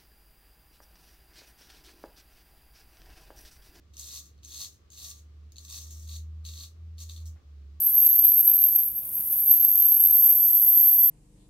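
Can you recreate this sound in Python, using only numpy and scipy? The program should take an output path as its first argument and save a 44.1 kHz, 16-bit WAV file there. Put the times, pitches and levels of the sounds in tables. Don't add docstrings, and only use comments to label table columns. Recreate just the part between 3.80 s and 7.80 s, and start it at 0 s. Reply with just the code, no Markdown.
import sys
import numpy as np
from scipy import signal
from scipy.fft import rfft, irfft
from scipy.io import wavfile

SR = 44100
rng = np.random.default_rng(int(sys.argv[2]) if len(sys.argv) > 2 else 0)


def transcribe(u):
    v = np.clip(np.atleast_2d(u).T, -1, 1)
    q = np.round(v * 32767).astype(np.int16)
    wavfile.write(sys.argv[1], SR, q)


N = 176400
T = np.arange(N) / SR


def from_db(db):
    return 10 ** (np.asarray(db) / 20)


def unit_power(x):
    return x / np.sqrt(np.mean(x ** 2) + 1e-20)


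def at_hz(points, hz):
    row_hz, values = np.transpose(points)
    return np.interp(np.log(hz + 1), np.log(row_hz), values)


def drift(hz):
    step, settle = 40, 2000
    keep = np.exp(-2 * np.pi * hz * step / SR)
    noise = rng.standard_normal(N // step + settle + 2)
    slow = signal.lfilter([1], [1, -2 * keep, keep * keep], noise)[settle:]
    return np.interp(np.arange(N) / step, np.arange(len(slow)), unit_power(slow))


def response(colour, size=2048):
    gains = from_db(at_hz(colour, np.fft.rfftfreq(size, 1 / SR)))
    cepstrum = irfft(np.log(gains))
    cepstrum[1:size // 2] *= 2
    cepstrum[size // 2 + 1:] = 0
    click = irfft(np.exp(rfft(cepstrum)))
    return click / np.linalg.norm(click)


def through(x, click):
    return signal.fftconvolve(x, click)[:N]


def resonate(x, hz, width_hz):
    keep = np.exp(-np.pi * width_hz / SR)
    feedback = [1, -2 * keep * np.cos(2 * np.pi * hz / SR), keep * keep]
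    return signal.lfilter(np.array([1, 0, -1]) * (1 - keep * keep) / 2, feedback, x)


def fan_hum(mains_buzz_hz=100.6, upper_tone_db=-25, trim_db=-.5):
    # time in seconds, pitch in Hz, relative level in dB.
    course = [(0.0, 72.5, -59), (0.21, 71.8, -54), (0.8, 72.22, -55.5), (1.0, 74.02, -68.5),
              (1.22, 73.46, -54.5), (1.67, 75, -47), (1.73, 76.1, -53.5), (2.37, 77.83, -38),
              (2.72, 78.8, -41.5), (2.91, 80.34, -51.5), (3.05, 80.3, -41), (3.31, 80.23, -42.5),
              (3.49, 79.25, -38), (3.56, 77.74, -43.5), (3.62, 73.25, -65), (3.66, 73.5, -47.5),
              (3.89, 70.6, -45.5), (4.0, 75.96, -47.5)]
    # time in seconds, how much louder the left is in dB.
    lean = [(0, -1), (1.5, -0.9), (2.3, 0), (3.2, 0), (4, -1.8)]
    seconds, hz, db = np.transpose(course)
    phase = 2 * np.pi * np.cumsum(np.interp(T, seconds, hz)) / SR
    pan_db = np.interp(T, *np.transpose(lean)) * [[.5], [-.5]]
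    level = np.sqrt(2) * from_db(np.interp(T, seconds, db) + trim_db + pan_db)
    upper_tone = from_db(upper_tone_db) * np.sin(phase + 2 * np.pi * mains_buzz_hz * T)
    return level * (np.sin(phase) + upper_tone)


def room_air(rush_db=-61, ring_db=-80, waver_db=3):
    # frequency in Hz, relative level in dB.
    colour = [(15, -42), (25, -19), (45, -19), (77, -2.5), (98, -8.5), (125, -16), (207, -22.5),
              (363, -22.5), (856, -37), (4260, -38.5), (6370, -43), (9770, -54.5), (15000, -52.5)]
    # frequency in Hz, likeness from 0 (unrelated) to 1 (same).
    likeness = [(60, .97), (150, 0.85), (280, 1), (500, 0), (1200, 0.076), (4000, 0.058), (12000, 0)]
    # frequency in Hz, how much louder the left is in dB.
    lean = [(120, -2.5), (300, 4), (600, 0.5), (1100, 1), (8000, 0.5)]
    hz = np.fft.rfftfreq(N, 1 / SR)
    shared, opposed = rfft(rng.standard_normal((2, N))) * from_db(at_hz(colour, hz))
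    alike = at_hz(likeness, hz)
    both_sides = np.sqrt(1 + alike) * shared + np.sqrt(1 - alike) * opposed * [[1], [-1]]
    pan = from_db(at_hz(lean, hz) * [[.5], [-.5]])
    rush = unit_power(irfft(pan * both_sides, N))
    ring = resonate(rng.standard_normal((2, N)), hz=1170, width_hz=100)
    ring = unit_power(ring * from_db(waver_db * drift(hz=9)))
    return from_db(rush_db) * rush + from_db(ring_db) * ring


def stroke_pressure(attack_db_per_s=1800, release_db_per_s=470):
    # times of bite, full pressure and lift in seconds, relative
    # levels at the bite and at full pressure in dB, extra level for coarse stubble in dB.
    strokes = [(.137, .16, .165, -65, -63, -1), (.18, .29, .30, -47.5, -48, -4),
               (.305, .34, .385, -47, -44.5, -1), (.43, .455, .475, -64, -62, 0),
               (.634, .65, .66, -59, -58, 0), (.675, .80, .85, -53, -42.5, -1),
               (.90, .93, .948, -65, -65, -4), (1.118, 1.235, 1.308, -57, -45, -1),
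               (1.355, 1.375, 1.392, -62, -61, -2), (1.785, 1.85, 1.875, -60, -57, -3),
               (1.882, 1.925, 1.985, -51, -44, -1), (2.0, 2.07, 2.09, -48, -56, -5),
               (2.105, 2.22, 2.26, -53, -58, -10), (2.275, 2.32, 2.364, -53, -48.5, 1),
               (2.653, 2.67, 2.695, -51, -51, 3), (2.71, 2.825, 2.842, -54, -48.5, 2),
               (3.184, 3.21, 3.232, -56, -50, 0), (3.245, 3.265, 3.28, -59, -62, -6),
               (3.29, 3.31, 3.332, -55, -53, -1), (3.364, 3.385, 3.42, -54, -66, 3),
               (3.459, 3.464, 3.47, -53, -55, -18)]
    fine, coarse = np.zeros(N), np.zeros(N)
    for bite, full, lift, bite_db, full_db, coarse_db in strokes:
        off_skin_db = attack_db_per_s * np.maximum(bite - T, 0)
        off_skin_db += release_db_per_s * np.maximum(T - lift, 0)
        force = from_db(np.interp(T, [bite, full], [bite_db, full_db]) - off_skin_db)
        fine = np.maximum(fine, force)
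        coarse = np.maximum(coarse, force * from_db(coarse_db))
    return fine, coarse


def hair_snaps(fade_s=.0013, body_db=-6, edge_db=-6.5, size=600):
    # start in seconds, relative strength in dB,
    # relative brightness in dB.
    snaps = [(0.136, -48.5, -6), (0.168, -50, 12), (0.195, -41.5, 8.5), (.578, -59, -6), (0.587, -62, -13),
             (.631, -43.5, -11), (0.648, -51.5, 12.5), (1.102, -58, 11.5), (1.72, -56, 10.5),
             (1.758, -43.5, -8), (1.766, -40, -6), (1.782, -39.5, 1.5), (1.849, -37.5, -1), (1.899, -37, 2),
             (2.108, -51.5, 12.5), (2.292, -38, -12), (2.65, -33, -7), (2.687, -34.5, -8),
             (2.736, -36.5, -12), (2.806, -35.5, -14), (2.834, -31.5, -18), (3.181, -42, -9),
             (3.295, -29, -14), (3.362, -39.5, -8), (3.375, -38, -9), (3.456, -59.5, 12.5)]
    edge, body = np.zeros(N), np.zeros(N)
    for start_s, strength_db, bright_db in snaps:
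        crack = rng.standard_normal(size) * np.exp(-np.arange(size) / SR / fade_s)
        kick = 7 * from_db(strength_db) * crack / np.linalg.norm(crack)
        start = int(start_s * SR)
        body[start:start + size] += kick * from_db(body_db)
        edge[start:start + size] += kick * from_db(edge_db + bright_db)
    return edge, body


def crackle(per_s, spread_db):
    sizes = from_db(spread_db * np.minimum(rng.exponential(1, N), 4)) * rng.choice([-1, 1], N)
    return unit_power(sizes * (rng.random(N) < per_s / SR))


def steel_ring(tones, low_cut_hz=910, size=2048):
    click = signal.unit_impulse(size)
    ring = sum(from_db(db) * resonate(click, hz, width_hz) * (-1) ** k
               for k, (hz, width_hz, db) in enumerate(tones))
    ring = signal.sosfilt(signal.butter(2, low_cut_hz, "high", fs=SR, output="sos"), ring)
    return ring / np.linalg.norm(ring)


def razor(chatter_hz=70, chatter_db=1.17, edge_hz=6394, edge_width_hz=520):
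    # frequency in Hz, relative level in dB.
    rasp_colour = [(200, -15.5), (500, -24), (700, -15), (900, -30), (1150, -9.5), (1400, -30.5),
                   (1950, -17), (2300, -28.5), (2700, -18.5), (4200, -3.5), (5000, -6.5), (5650, 1.5),
                   (6500, -2.5), (7600, 1), (8100, -8.5), (8800, -3), (9600, -10), (10100, -7.5),
                   (10700, -8.5), (12600, -6), (13000, -5.5), (14000, -5.5), (15600, -8), (18000, -22.5)]
    # pitch in Hz, width in Hz, relative level in dB.
    blade_tones = [(1160, 57, -14.5), (2700, 230, -10), (3253, 374, -7.5), (3716, 367, 1.5), (4404, 324, 3),
                   (4750, 390, -9.5)]
    fine, coarse = stroke_pressure()
    edge_kicks, body_kicks = hair_snaps()
    chatter = from_db(chatter_db * drift(chatter_hz))
    rasp = from_db(-1) * (edge_kicks + fine * chatter * crackle(per_s=2200, spread_db=2.5))
    catches = from_db(-3.5) * (2 * edge_kicks + fine * chatter * crackle(per_s=500, spread_db=2))
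    cuts = body_kicks + from_db(-4.5) * coarse * chatter * crackle(per_s=300, spread_db=-1)
    edge = through(rasp, response(rasp_colour))
    edge += through(catches, steel_ring([(edge_hz, edge_width_hz, 0)]))
    body = through(cuts, steel_ring(blade_tones))
    return bathroom(edge, room_db=-1) + bathroom(body, room_db=-3.5)


def bathroom(x, room_db, travel_s=.0008, echo_s=.0086, echo_db=-13.5, tail_s=.19, hand_hz=2.97):
    # frequency in Hz, how much louder the left is in dB.
    lean = [(300, -1), (700, 12), (1150, -2), (2300, 0), (3300, 5.5), (3900, -1.5), (4300, 3.5),
            (5200, 1.5), (6350, 5), (7800, -6.5), (9600, 2.5), (11500, -1.5), (15000, -0.5)]
    # frequency in Hz, how far the left is ahead in radians.
    left_lead = [(400, 1.5), (2300, 0.5), (2800, 1.7), (3700, -0.95), (4200, 0.64), (4650, 0.7), (5200, -2),
                 (7300, -2), (8500, -7.5), (11000, -7.5), (13500, -5)]
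    size = 16384
    t, hz = np.arange(size) / SR, np.fft.rfftfreq(size, 1 / SR)
    direct = np.exp(-2j * np.pi * hz * travel_s)
    paths = direct * (1 + from_db(echo_db) * np.exp(-2j * np.pi * hz * echo_s))
    shares = np.array([drift(hand_hz) for _ in range(3)])
    shares /= np.linalg.norm(shares, axis=0)
    sides = []
    for side in (1, -1):
        balance = from_db(side * at_hz(lean, hz) / 2)
        lead = np.exp(.5j * side * at_hz(left_lead, hz))
        heard = through(x, irfft(paths * balance * lead)[:size // 8])
        for share in shares:
            tail = rng.standard_normal(size) * from_db(-60 * t / tail_s) * (t > .002)
            tail = irfft(rfft(tail / np.linalg.norm(tail)) * balance)[:size * 3 // 4]
            heard += from_db(room_db) * through(x * share, tail)
        sides.append(heard)
    return np.array(sides) / np.sqrt(1 + from_db(room_db) ** 2)


def sleeve(start_s=3.555, attack_s=.005, fade_s=.04, gain_db=-66):
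    # frequency in Hz, relative level in dB.
    wool_colour = [(150, 0), (480, 8), (900, 2.5), (1200, 2), (2400, -4), (5000, -20), (16000, -28)]
    age = np.maximum(T - start_s, 0)
    swell = np.minimum(age / attack_s, 1) * np.exp(-age / fade_s)
    rub = from_db(gain_db) * swell * rng.standard_normal(N)
    return bathroom(through(rub, response(wool_colour)), room_db=-8)


def scene():
    return razor() + sleeve() + fan_hum() + room_air()


def record(dry):
    cutoff_hz = 15750
    return signal.sosfilt(signal.ellip(10, .1, 70, cutoff_hz, fs=SR, output="sos"), dry)


dry = scene()
out = record(dry)
transcribe(out)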